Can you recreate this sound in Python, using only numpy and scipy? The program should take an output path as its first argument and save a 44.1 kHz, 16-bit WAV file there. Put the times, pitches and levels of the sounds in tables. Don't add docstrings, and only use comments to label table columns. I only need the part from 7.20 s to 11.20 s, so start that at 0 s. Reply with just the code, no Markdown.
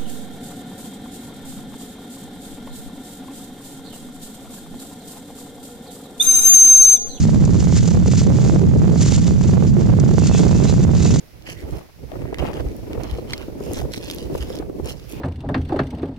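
import sys
import numpy as np
from scipy import signal
from scipy.fft import rfft, irfft
from scipy.io import wavfile

SR = 44100
rng = np.random.default_rng(int(sys.argv[2]) if len(sys.argv) > 2 else 0)


def materialize(psi):
    bounded = np.clip(np.atleast_2d(psi).T, -1, 1)
    quanta = np.round(bounded * 32767).astype(np.int16)
    wavfile.write(sys.argv[1], SR, quanta)


N = 176400
T = np.arange(N) / SR
HZ = np.fft.rfftfreq(N, 1 / SR)


def amp(db):
    return 10 ** (np.asarray(db) / 20)


def unit(x):
    return x / np.sqrt(np.mean(x ** 2, -1, keepdims=True) + 1e-20)


def over_hz(points):
    hz, value = np.transpose(points)
    return np.interp(np.log(HZ + 1), np.log(hz + 1), value)


def over_time(points):
    return np.interp(T, *np.transpose(points))


def colour(x, eq):
    return irfft(rfft(x) * amp(over_hz(eq)), N)


def wander(rate_hz, channels=1):
    noise = rfft(rng.standard_normal((channels, N)))
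    return unit(irfft(noise * HZ / (HZ + 12) / (1 + (HZ / rate_hz) ** 4), N))


def air():
    # frequency in Hz, relative level in dB.
    air_eq = [(200, 27), (1000, -4), (2000, 9), (3300, 1.5), (6500, -2), (9000, -8), (12000, -7.5),
              (15500, -10.5)]
    left, right, shared = rng.standard_normal((3, N))
    hiss = unit(colour(np.array([left, right]) + 0.19 * shared, air_eq))
    return amp(-41.5) * hiss * amp([[-1.5], [1.5]])


def at_ports(direct, scattered):
    # frequency in Hz, likeness of the two ports from 0 to 1.
    likeness = [(1000, 0.66), (4000, 0.9), (7000, 0.47), (12000, 1)]
    # frequency in Hz, left phase minus right phase in radians.
    phase_gap = [(1000, -0.9), (4000, -0.49), (7000, -1.2), (11000, -2.36)]
    same = np.clip(over_hz(likeness), 0, 1)
    right = (same * direct + np.sqrt(1 - same ** 2) * scattered) * np.exp(-1j * over_hz(phase_gap))
    return irfft(np.array([direct, right]), N)


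def crackle(leaf_count, cracks_per_s=2600, decay_s=0.0011):
    t = np.arange(256) / SR
    cracks = (rng.random(N) < cracks_per_s / SR) * amp(-0.5 * np.minimum(rng.exponential(1, N), 4))
    leaf = rng.integers(0, leaf_count, N)
    rings = unit(rng.standard_normal((leaf_count, 2, len(t))) * np.exp(-t / decay_s))
    return sum(signal.oaconvolve((cracks * (leaf == k))[None], rings[k], axes=1)[:, :N]
               for k in range(leaf_count))


def ticks(leaf_count=14, ticks_per_s=120, spread_db=17, decay_s=0.0018):
    t = np.arange(512) / SR
    cracks = (rng.random(N) < ticks_per_s / SR) * amp(spread_db * rng.random(N))
    leaf = rng.integers(0, leaf_count, (2, N))
    pitch_hz = np.geomspace(4220, 8140, leaf_count)
    rings = np.sin(2 * np.pi * pitch_hz[:, None] * t) * np.exp(-t / decay_s)
    return unit(sum(signal.oaconvolve(cracks * (leaf == k), rings[k][None], axes=1)[:, :N]
                    for k in range(leaf_count)))


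def leaves(clump_db=3.5, rise_s=0.0078, decay_s=0.0031):
    # time in seconds, level in dB.
    swells = [(0, -30), (.06, -40), (.2, -44), (.4, -39), (.48, -39.5), (.58, -35.5), (.7, -37), (.8, -45),
              (.99, -31.5), (1.09, -44.5), (1.26, -36), (1.36, -41), (1.44, -49), (1.7, -47), (1.84, -34),
              (1.95, -31.5), (2.02, -41), (2.13, -41.5), (2.18, -47), (2.3, -39), (2.38, -48), (2.48, -43),
              (2.55, -50), (2.63, -43), (2.73, -50.5), (2.92, -42.5), (3.07, -34), (3.11, -38.5),
              (3.18, -30.5), (3.27, -38), (3.48, -37.5), (3.6, -39), (3.69, -50), (3.78, -34.5),
              (3.87, -31.5), (4, -34)]
    # start of the hold in seconds, relative level in dB, hold in seconds.
    crunches = [(0.403, -22.5, 0.0036), (0.564, -21.5, 0.024), (0.675, -27, 0.0044), (.875, -26, .005),
                (0.917, -25, 0.0095), (0.979, -28, 0.019), (1.814, -18, 0.017), (1.853, -24, 0.0064),
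                (1.879, -21.5, .008), (1.92, -19.5, .004), (1.95, -26.5, 0.011), (2.041, -28, 0.0044),
                (2.072, -23, .008), (2.215, -32, .004), (2.2363, -27, 0.0036), (3.071, -23, 0.012),
                (3.16, -28, 0.011), (3.229, -31, 0.0039), (3.441, -24, 0.0088), (3.488, -25, 0.015),
                (3.635, -26, 0.0071)]
    # frequency in Hz, relative level in dB.
    leaf_eq = [(300, -40), (1000, -10), (1900, -7.5), (2600, -6.5), (3200, -6.5), (4400, -5.5),
               (5300, -3.5), (6300, 1), (7200, -1), (8300, -11), (10000, -19.5), (12500, -30.5),
               (16000, -56)]
    level = stir = amp(over_time(swells) + clump_db * np.tanh(wander(rate_hz=45)[0]))
    for start, db, hold in crunches:
        envelope = np.exp(np.minimum((T - start) / rise_s, (start + hold - T) / decay_s).clip(-30, 0))
        level = np.hypot(level, amp(db - 7) * envelope)
    rustle = unit(colour(crackle(leaf_count=16), leaf_eq)) * level
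    ticking = amp(-10.5) * ticks() * stir
    return amp(-0.05) * at_ports(*rfft(rustle + ticking))


def scuffs(ring_width_hz=210):
    # centre in seconds, length in seconds, level in dB, ring pitch in Hz.
    drags = [(3.046, 0.065, -44.5, 2670), (3.08, 0.047, -38, 4360), (3.153, 0.085, -39, 2590),
             (3.168, 0.12, -43, 3410), (3.363, 0.17, -49, 2580), (3.489, 0.017, -39, 2640),
             (3.493, .035, -35.5, 4030), (3.842, 0.14, -45, 2610), (3.865, 0.19, -44.5, 3880)]
    cracks, scuffing = rfft(crackle(leaf_count=4)), np.zeros((2, N))
    for centre, length, db, hz in drags:
        ring = unit(irfft(cracks / (1 + 2j * (HZ - hz) / ring_width_hz) ** 2, N))
        scuffing += ring * amp(db) * np.exp(-(2 * (T - centre) / length) ** 2)
    return at_ports(*rfft(scuffing))


def snaps(decay_s=0.0037):
    # start in seconds, level in dB.
    breaks = [(0.252, -27), (0.573, -20.5), (0.923, -27), (1.033, -29), (1.822, -23.5), (1.828, -28),
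              (1.861, -23.5), (1.962, -22.5), (2.799, -26.5), (3.071, -27), (3.183, -28), (3.493, -31)]
    # frequency in Hz, relative level in dB.
    snap_eq = [(1000, -15), (4000, -12.5), (5600, -3), (6600, 1.5), (8000, -4), (10000, -23), (16000, -59)]
    envelope = sum(amp(db) * (T >= start) * np.exp(-abs(T - start) / decay_s) for start, db in breaks)
    bursts = rng.standard_normal((2, N)) * envelope
    return at_ports(*(rfft(bursts) * unit(amp(over_hz(snap_eq)))))


def rumble(port_db=(-14.5, -4.5)):
    # frequency in Hz, relative level in dB.
    rumble_eq = [(10, -22), (32, -18.5), (50, -10), (75, -2.5), (115, -.5), (170, 1), (205, -4), (260, -14),
                 (400, -33.5), (900, -75.5)]
    turbulence = unit(colour(rng.standard_normal((2, N)), rumble_eq))
    return turbulence * amp(port_db)[:, None] * amp(1.3 * wander(rate_hz=12, channels=2))


def limiter(bass, threshold_db=-6, release_s=.03, lowpass_hz=600):
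    fall = T / release_s
    held_peak = np.exp(np.maximum.accumulate(np.log(abs(bass) + 1e-9) + fall, axis=1) - fall)
    limited = bass / np.maximum(held_peak / amp(threshold_db), 1)
    return signal.sosfilt(signal.butter(2, lowpass_hz, fs=SR, output="sos"), limited)


def flutter(pressure, roar_db=(-30.5, -26), puff_db=(-39, -27.5), puff_chance=.45):
    # time in seconds, relative level in dB.
    gusts = [(0, -30.5), (.15, -22.5), (.24, -25.5), (.45, -22.5), (.62, -31), (.76, -21.5), (.82, -28.5),
             (.88, -27.5), (.96, -28), (1.09, -22.5), (1.2, -23), (1.27, -20.5), (1.43, -23.5),
             (1.49, -24.5), (1.56, -24), (1.64, -22), (1.72, -22), (2.0, -27.5), (2.08, -24), (2.18, -24),
             (2.45, -21), (2.51, -31.5), (2.58, -22.5), (2.84, -21), (2.96, -23), (3.2, -20), (3.33, -20.5),
             (3.45, -19), (3.53, -23), (3.8, -23.5), (3.88, -20), (4.0, -25)]
    # frequency in Hz, relative level in dB.
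    roar_eq = [(100, -15), (220, -4.5), (330, 3.5), (500, -11), (750, -21), (1200, -28.5), (2500, -33.5),
               (6000, -40.5), (16000, -63)]
    gust_db = over_time(gusts)
    force = unit(amp(gust_db - gust_db.mean()))
    lumps = amp(15 * np.tanh(wander(rate_hz=65, channels=2)))
    roar = unit(colour(rng.standard_normal((2, N)), roar_eq) * lumps)
    size = abs(pressure)
    crests = (size > np.roll(size, 1, axis=1)) & (size > np.roll(size, -1, axis=1))
    strength = amp(12.5 * rng.random((2, N)) ** 2)
    triggered = rng.random((2, N)) < puff_chance
    puffs = unit(colour(crests * pressure * strength * triggered, PUFF_EQ))
    return force * (roar * amp(roar_db)[:, None] + puffs * amp(puff_db)[:, None])


def buffets(pressure, boost_db=8):
    # time in seconds, peak in dB before boost and pan, left minus right in dB.
    hits = [(0.053, -23, 15), (0.094, -22, -12), (0.146, -19, -4), (0.278, -26, -7.5), (0.526, -19.5, -9),
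            (0.629, -22.5, 2), (0.678, -22.5, -24), (0.753, -23.5, -18), (0.861, -18.5, -5.0),
            (0.936, -19, -22), (1.017, -22.5, -7), (1.103, -20.5, -15.0), (1.187, -18, -12),
            (1.25, -22, -17), (1.298, -16, -18), (1.334, -31, -15.5), (1.361, -18, -28),
            (1.418, -26, -11.0), (1.564, -36, -8), (1.759, -20.5, -5), (1.863, -20, -11),
            (1.924, -19.5, -19), (2.082, -23.5, -2), (2.212, -21.5, 10), (2.336, -25, -8),
            (2.568, -21.5, -15), (2.838, -26, -1), (2.914, -22, -5), (2.983, -13.5, -23.5),
            (3.114, -18, -8), (3.149, -16, -1), (3.194, -19.5, -15), (3.234, -17.5, -11), (3.267, -19, -28),
            (3.454, -18, -14.0), (3.961, -18.5, -7)]
    kicks = np.zeros((2, N))
    for time, db, pan_db in hits:
        at = round(time * SR)
        sides = amp([pan_db / 2, -pan_db / 2])
        kicks[:, at] = -amp(db + boost_db) * sides / sides.mean() * np.sign(pressure[1, at])
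    impulse_peak = irfft(amp(over_hz(PUFF_EQ)), N)[0]
    return colour(kicks, PUFF_EQ) / impulse_peak


def whumps(left_db=-4.5):
    # centre in seconds, length in seconds, level in dB.
    thuds = [(0.884, .02, -16.5), (1.082, 0.034, -20), (1.344, 0.054, -17), (1.433, 0.048, -18),
             (1.564, 0.025, -14.5), (1.734, 0.035, -17.5), (2.592, 0.033, -17.5), (2.942, 0.021, -16.5),
             (3.203, 0.022, -13.5), (3.45, 0.019, -19), (3.938, 0.061, -22.5)]
    # frequency in Hz, relative level in dB.
    thud_eq = [(120, -15), (280, 6.5), (430, 3.5), (650, -11.5), (1000, -29), (2500, -54), (16000, -89)]
    envelope = sum(amp(db) * np.exp(-(2 * (T - centre) / length) ** 2) for centre, length, db in thuds)
    return unit(colour(rng.standard_normal((2, N)), thud_eq)) * envelope * amp([[left_db], [0]])


def soft_clip(x, knee=.85, ceiling=.96):
    headroom = ceiling - knee
    linear = np.clip(x, -knee, knee)
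    return linear + headroom * np.tanh((x - linear) / headroom)


def scene():
    pressure = limiter(rumble())
    wind = soft_clip(pressure + flutter(pressure) + buffets(pressure) + whumps())
    return wind + leaves() + scuffs() + snaps() + air()


def record(dry):
    fade = np.minimum(np.minimum(T, T[::-1]) / .002, 1)
    high_cut = signal.firwin(511, 15820, window=("kaiser", 9), fs=SR)
    return signal.oaconvolve(np.clip(dry * fade, -1, 1), high_cut[None], "same")


# frequency in Hz, relative level in dB.
PUFF_EQ = [(60, -70), (250, 1), (400, 7), (700, -1), (1100, -9.5), (2000, -21), (4000, -34.5), (9000, -42),
           (16000, -53)]

dry = scene()
out = record(dry)
materialize(out)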